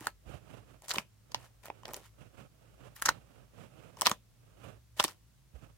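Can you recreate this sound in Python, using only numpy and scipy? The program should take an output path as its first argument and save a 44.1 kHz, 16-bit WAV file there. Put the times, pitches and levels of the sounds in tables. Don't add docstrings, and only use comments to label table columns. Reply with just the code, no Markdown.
import sys
import numpy as np
from scipy import signal
from scipy.fft import rfft, irfft
from scipy.io import wavfile

SR = 44100
rng = np.random.default_rng(int(sys.argv[2]) if len(sys.argv) > 2 else 0)


def master_out(mix):
    frames = np.transpose(np.atleast_2d(mix))
    ceiling = np.clip(frames, -1, 1)
    pcm = np.round(ceiling * 32767).astype(np.int16)
    wavfile.write(sys.argv[1], SR, pcm)


N = 254456


def gain_of(db):
    return 10 ** (np.asarray(db) / 20)


def evened(x):
    return x / np.sqrt(np.mean(x ** 2) + 1e-20)


def read(points, hz):
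    f, value = np.transpose(points)
    return np.interp(np.log(hz + 1), np.log(f + 1), value)


def add(mix, s, sound, lead_s=0):
    at = round((s + lead_s) * SR)
    sound = sound[..., max(-at, 0):]
    part = mix[..., max(at, 0):][..., :sound.shape[-1]]
    part += sound[..., :part.shape[-1]]


def colour(x, points, size=4096):
    level_db = read(points, abs(np.fft.fftfreq(size, 1 / SR)))
    log_gain = np.log(gain_of(level_db))
    response = np.exp(np.conj(signal.hilbert(log_gain)))
    taps = np.fft.ifft(response).real[:size // 2]
    return signal.oaconvolve(x, taps[None], axes=1)[:, :x.shape[1]]


def resonate(x, hz, width):
    b, a = signal.iirpeak(min(hz, SR / 2 - 2000), hz / min(width, SR / 4), SR)
    return signal.lfilter(b, a, x)


def drift(hz):
    fade = np.exp(-(np.fft.rfftfreq(N, 1 / SR) / hz) ** 2)
    return evened(irfft(rfft(rng.standard_normal(N)) * fade, N))


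def clicks(per_s, spread_db, size=N):
    height = gain_of(spread_db * np.minimum(rng.exponential(1, size), 4))
    sign = rng.choice([-1, 1], size)
    return height * sign * (rng.random(size) < per_s / SR)


def pocket(t, hz, cycles, opening_s, rise):
    turns = hz * t * (1 + rise * (1 - np.exp(-t * hz / cycles / 2)))
    envelope = (1 - np.exp(-t / opening_s)) * np.exp(-t * hz / cycles)
    return envelope / envelope.max() * np.sin(2 * np.pi * turns)


def thumps(rows, cycles, opening_s):
    out, t = np.zeros(N), np.arange(4400) / SR
    for s, db, hz in rows:
        add(out, s, gain_of(db) * pocket(t, hz, cycles, opening_s, rise=0))
    return out


def swell(t, rise_s, fall_s, hold_s=0):
    return np.exp(np.minimum(t / rise_s, 0) - np.maximum(t - hold_s, 0) / fall_s)


# (frequency [Hz], correlation [0 to 1])
MIC_LIKENESS = [(100, 0.25), (1000, 0.47), (2500, 0.21), (5000, 0.083), (16000, 0.087)]


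def pair(z):
    a, b = rfft(z)
    same = read(MIC_LIKENESS, np.fft.rfftfreq(z.shape[1], 1 / SR))
    return irfft(np.array([a, same * a + np.sqrt(1 - same ** 2) * b]), z.shape[1])


# (frequency [Hz], relative level per Hz [dB])
AIR_SPECTRUM = [(20, -19), (35, -8.5), (55, 14), (85, 8), (130, 11), (190, 2.5), (350, -7), (700, -12.5),
                (1000, -11.5), (2500, -14), (6000, -14), (16000, -19)]
AIR_DB = -67
# (frequency [Hz], middle rms level [dB], rms pitch wander [Hz])
HUM_PARTIALS = [(56, -69, 4.5), (113.8, -68.5, 8.4)]


def background():
    air = gain_of(AIR_DB) * evened(colour(pair(rng.standard_normal((2, N))), AIR_SPECTRUM))
    hum = np.zeros(N)
    for hz, db, wander_hz in HUM_PARTIALS:
        level = gain_of(db + 3.0 * drift(hz=9))
        turns = np.cumsum(hz + wander_hz * drift(hz=6.2)) / SR
        hum += level * np.sqrt(2) * np.sin(2 * np.pi * turns)
    return air + hum


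# (frequency [Hz], relative level per Hz [dB])
RUB_SPECTRUM = [(25, -31), (38, -15), (60, -9.5), (115, 11), (190, 0), (380, -4.5), (580, -2), (950, -12),
                (1300, -9), (2000, -18.5), (2700, -14), (4300, -27), (8500, -27.5), (16000, -38)]
# (middle [s], length [s], peak level before the rub trim [dB])
GRIP_SLIDES = [(0.01, .1, -62), (0.329, .14, -46), (0.534, 0.2, -49), (0.716, 0.13, -53),
               (1.381, 0.25, -59), (1.846, 0.42, -56.5), (2.235, .13, -53), (2.406, .12, -48),
               (2.75, 0.5, -61), (2.858, 0.14, -52.5), (3.145, 0.16, -50), (3.354, 0.26, -58),
               (3.606, 0.13, -48), (3.842, 0.38, -53), (4.528, 0.29, -63), (4.671, 0.17, -48),
               (5.558, 0.042, -59), (5.64, 0.14, -55)]
# (time [s], level [dB], pitch [Hz])
GRIP_BUMPS = [(.262, -39, 61), (.338, -38.5, 72), (2.87, -45, 102), (4.665, -37, 113), (5.538, -37.5, 65.4),
              (5.552, -48, 55), (5.627, -42, 117)]
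SLIDE_EDGE_DB = -13.5
RESTING_DB = -77.5


def grip(rub_db=1, left_db=-19, flutter_db=2):
    t = np.arange(N) / SR
    sliding = gain_of(RESTING_DB)
    for middle, length, db in GRIP_SLIDES:
        from_middle = (2 * (t - middle) / length) ** 2
        sliding = sliding + gain_of(db + SLIDE_EDGE_DB * np.minimum(from_middle, 10))
    slips = rng.standard_normal((2, N)) + clicks(per_s=130, spread_db=4)
    rub = evened(colour(slips, RUB_SPECTRUM)) * gain_of(flutter_db * drift(hz=35))
    bumps = thumps(GRIP_BUMPS, cycles=0.83, opening_s=0.003)
    case = rub * sliding * gain_of(rub_db) + bumps
    return case * gain_of([[left_db], [0]])


# (frequency [Hz], time to fall 60 dB [s])
ROOM_DECAY = [(150, 0.44), (500, 0.32), (1200, 0.049), (3000, 0.23), (8000, 0.073), (16000, 0.21)]


def room(x, near_db=-12, near_s=0.0094, first_s=0.0011, tail_db=-23):
    t = np.arange(SR // 2) / SR
    taps = rng.choice([-1., 1.], (2, len(t))) * (rng.random((2, len(t))) < 4000 / SR)
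    near = taps * (t > first_s) * np.exp(-t / near_s)
    late_noise = rng.standard_normal(taps.shape) * (t > .008)
    hz, at, z = signal.stft(late_noise, SR, nperseg=256)
    decay = gain_of(-60 * at / read(ROOM_DECAY, hz)[:, None])
    tail = signal.istft(z * decay, SR, nperseg=256)[1][:, :len(t)]
    echo = np.zeros(taps.shape)
    for db, part in [(near_db, near), (tail_db, tail)]:
        echo += gain_of(db) * part / np.linalg.norm(part, axis=1, keepdims=True)
    return x + signal.oaconvolve(x, echo, axes=1)[:, :N]


# (frequency [Hz], width [Hz], relative level [dB])
TUB_MODES = [(169, 97, -9), (312.2, 46, -7), (597, 42, -6), (850, 59, -21.5), (981.5, 71, -2.5),
             (1310, 19, -11), (1830, 97, -6), (3000, 140, -9)]


def tub(x):
    return sum(gain_of(db) * resonate(x, hz, width) for hz, width, db in TUB_MODES)


# (time [s], level [dB], pitch [Hz])
LARGE_POCKETS = [(0.011, -43, 300), (0.967, -34, 400), (0.9833, -38.5, 215), (1.7, -44, 400),
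                 (3.088, -47.5, 210), (4.115, -35.5, 240), (4.9985, -29.5, 570), (5.047, -32, 350)]


def gulps():
    return thumps(LARGE_POCKETS, cycles=0.86, opening_s=0.0008)


GRAB_S, LET_GO_S = .005, .017
BUILD_DB = 7.5


def pressure(t, length):
    build = gain_of(-BUILD_DB * np.clip(1 - t / length, 0, 1))
    return swell(t, GRAB_S, LET_GO_S, length) * build


# (start [s], length [s], crackle level [dB], squelch level [dB], pitch of the small pockets [Hz])
PRESSINGS = [(0.0, 0.073, -53.5, -53.5, 1240), (0.831, 0.021, -57.5, -59.5, 900),
             (0.894, .095, -48.5, -47.5, 946), (1.348, 0.11, -62.5, -63, 1200),
             (1.636, 0.027, -53.5, -54, 1100), (1.854, 0.056, -60.5, -51, 850),
             (1.908, 0.081, -56.5, -54.5, 730), (2.017, 0.045, -61, -64.5, 1770),
             (2.964, 0.03, -56.5, -59, 1600), (3.029, 0.071, -54, -53, 1250),
             (3.969, 0.027, -56.5, -57, 850), (4.035, 0.076, -46, -47.5, 967),
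             (4.972, 0.045, -47.5, -52.5, 1050), (5.06, 0.047, -52.5, -57.5, 1000)]
# (frequency [Hz], relative level per Hz [dB])
CRACKLE_SPECTRUM = [(100, -19.5), (800, -10), (2200, 2), (4500, -0.5), (8500, -1), (12000, -4),
                    (16000, -8.5)]
BURST_CRACKLE_DB = -17
CRACKLE_SWELL, CRACKLE_FADE = 1.5, 2.6


def crackle():
    t, power = np.arange(-.05, .3, 1 / SR), np.zeros(N)
    for start, length, db, _, _ in PRESSINGS:
        add(power, start, (gain_of(db) * pressure(t, length)) ** 2, t[0])
    for s, snap_db, _, tear_s, _, _ in AIR_POCKETS:
        around = swell(t, CRACKLE_SWELL * tear_s, CRACKLE_FADE * tear_s)
        add(power, s, (gain_of(snap_db + BURST_CRACKLE_DB) * around) ** 2, t[0])
    sparks = clicks(per_s=2500, spread_db=5)
    both = np.array([sparks + clicks(per_s=4400, spread_db=7.5) for _ in range(2)])
    return np.sqrt(power) * evened(colour(both, CRACKLE_SPECTRUM))


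SHED_SQUELCH_DB = -22.5
SETTLE_S = 0.011


def squelch(spread=1.9):
    t, ring_t, out = np.arange(-.05, .3, 1 / SR), np.arange(1000) / SR, np.zeros(N)
    for start, length, _, db, centre_hz in PRESSINGS:
        power = (gain_of(db) * pressure(t, length)) ** 2
        for s, _, _, _, air_db, _ in AIR_POCKETS:
            if start - GRAB_S <= s < start + length + LET_GO_S:
                shed = gain_of(air_db + SHED_SQUELCH_DB) * swell(t + start - s, .001, SETTLE_S)
                power += shed ** 2
        bloops = np.zeros(len(t))
        for hz in centre_hz * spread ** np.linspace(-1, 1, num=7):
            ring = pocket(ring_t, hz, cycles=1.3, opening_s=0.00021, rise=0.15)
            bloops += signal.fftconvolve(clicks(per_s=220, spread_db=2.5, size=len(t)), ring)[:len(t)]
        add(out, start, np.sqrt(power) * evened(bloops), t[0])
    return out


# (time [s], snap level [dB], snap centre [Hz], tearing time [s], pocket level [dB], pocket pitch [Hz])
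AIR_POCKETS = [(0.0082, -36.5, 9100, 0.00071, -48, 1510), (0.0566, -41, 11500, 0.0014, -51, 1380),
               (0.0702, -19, 9400, 0.00067, -18, 1337), (0.8216, -41, 8600, .0007, -53, 740),
               (0.8838, -27, 8800, 0.00031, -44, 1000), (0.8952, -24.5, 7950, 0.0038, -46, 1260),
               (0.9075, -22, 4800, 0.0024, -29, 1440), (0.9135, -17.5, 4700, 0.0005, -41, 1500),
               (0.918, -24, 4630, 0.0013, -33, 1230), (0.9382, -24.5, 8350, .0008, -38, 1270),
               (0.944, -30, 9100, .0022, -31.5, 920), (0.9589, -25.5, 3100, 0.0015, -36, 1060),
               (0.9841, -16, 2600, 0.00057, -27.5, 926), (1.3196, -39, 5360, 0.0013, -52, 930),
               (1.3463, -16.5, 4600, 0.00031, -26.5, 846), (1.657, -36, 12000, .0008, -42.5, 1310),
               (1.6834, -45, 2500, .0008, -42, 620), (1.7013, -41.5, 3400, .00046, -29.5, 770),
               (1.8338, -50, 7000, .0005, -44, 910), (1.8552, -30, 3330, 0.00058, -43, 645),
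               (1.8815, -38, 8000, .0006, -40, 710), (1.8897, -43, 5160, 0.00055, -38.5, 760),
               (1.9356, -26.5, 12100, 0.00074, -40, 840), (1.9436, -25, 6500, 0.00048, -41, 586),
               (1.9658, -30.5, 10000, 0.001, -47, 724), (2.965, -38, 11000, 0.0042, -46, 1680),
               (3.018, -31.5, 10800, .0005, -38, 1390), (3.0225, -16, 10300, 0.0004, -22, 1480),
               (3.0261, -26, 9500, .0005, -31, 1250), (3.055, -19, 6240, 0.00038, -29, 1240),
               (3.059, -11, 6300, 0.00072, -22.5, 1410), (3.0626, -16, 6060, 0.0021, -24, 1210),
               (3.0718, -33, 5900, .0015, -24.5, 1430), (3.086, -23, 5900, 0.0012, -17.5, 1652),
               (3.0897, -16, 5970, 0.0011, -11, 1194), (3.0918, -16, 6400, .0011, -17, 1326),
               (3.9711, -45, 5840, .001, -47, 900), (4.0119, -10.5, 7600, 0.00014, -32.5, 1050),
               (4.019, -11, 8050, 0.00028, -20.5, 960), (4.03, -42, 4800, 0.002, -32.5, 634),
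               (4.0576, -18.5, 4200, 0.0022, -32, 1135), (4.0626, -12, 3500, 0.00036, -22.5, 1140),
               (4.0689, -4.5, 3960, 0.00011, -17, 1050), (4.0729, -16.5, 3440, 0.0024, -17, 974),
               (4.0972, -21.5, 10050, 0.0011, -35, 1200), (4.115, -18, 6500, 0.0012, -18.5, 1060),
               (4.9945, -33, 3000, .0012, -35, 1120), (4.999, -10, 3480, 0.0011, -19, 965),
               (5.0041, -16.5, 5260, 0.0012, -18, 1113), (5.0276, -26.5, 5910, 0.00073, -36, 1710),
               (5.041, -12, 8470, 0.00083, -29.5, 1110), (5.042, -14.5, 8700, 0.0011, -23.5, 1050),
               (5.0481, -19.5, 4130, 0.0028, -30.5, 710), (5.0812, -31.5, 5170, 0.0022, -40, 990),
               (5.0879, -39, 5100, 0.0024, -39, 1190)]
# (frequency [Hz], relative level per Hz [dB])
SNAP_SPECTRUM = [(60, -24.5), (300, -8.5), (1000, 0.5), (2100, 1.5), (3100, -4), (5800, -3.5), (8500, -9),
                 (12000, -8.5), (14500, -2), (16500, -5.5)]
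PORT_LAG_S, RIGHT_DB = .00008, 2
SHARED = 0.13


def pops(snap_db=-1, pocket_db=-1, snap_s=0.00028, tear_db=-8, breadth=0.32, cycles=1.2, opening_s=0.0004,
         rise=.12, overtone=3.0, overtone_db=-9):
    snaps, rings, t = np.zeros((2, N)), np.zeros((2, N)), np.arange(1400) / SR
    from_snap = abs(t - t.mean())
    for s, skin_db, skin_hz, tear_s, air_db, air_hz in AIR_POCKETS:
        tear = gain_of(tear_db) * np.exp(-from_snap / tear_s / 2)
        burst = np.exp(-from_snap / snap_s) + tear
        shared, *own = rng.standard_normal((3, len(t)))
        grain = SHARED * shared + np.array(own)
        snap = resonate(grain * burst, skin_hz, breadth * skin_hz)
        snap *= np.linalg.norm(burst) / np.linalg.norm(snap, axis=1, keepdims=True)
        add(snaps, s, gain_of(skin_db + snap_db) * snap)

        lower = pocket(t, air_hz, cycles, opening_s, rise)
        upper = pocket(t, overtone * air_hz, overtone * cycles, opening_s, rise)
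        ring = gain_of(air_db + pocket_db) * (lower + gain_of(overtone_db) * upper)
        add(rings[0], s - PORT_LAG_S, ring)
        add(rings[1], s, gain_of(RIGHT_DB) * ring)
    centred = np.roll(snaps, -len(t) // 2, axis=1)
    return colour(centred, SNAP_SPECTRUM) + rings


def scene():
    slime = gulps() + crackle() + squelch() + pops()
    return room(slime + gain_of(2.0) * tub(slime)) + grip() + background()


LOW_HZ, EDGE_HZ = 42, 16100


def record(dry):
    thinned = signal.sosfilt(signal.butter(6, LOW_HZ, "high", fs=SR, output="sos"), dry)
    treble_cut = signal.firwin(511, EDGE_HZ, window=("kaiser", 9), fs=SR)
    return signal.oaconvolve(thinned, treble_cut[None], "same")


dry = scene()
out = record(dry)
master_out(out)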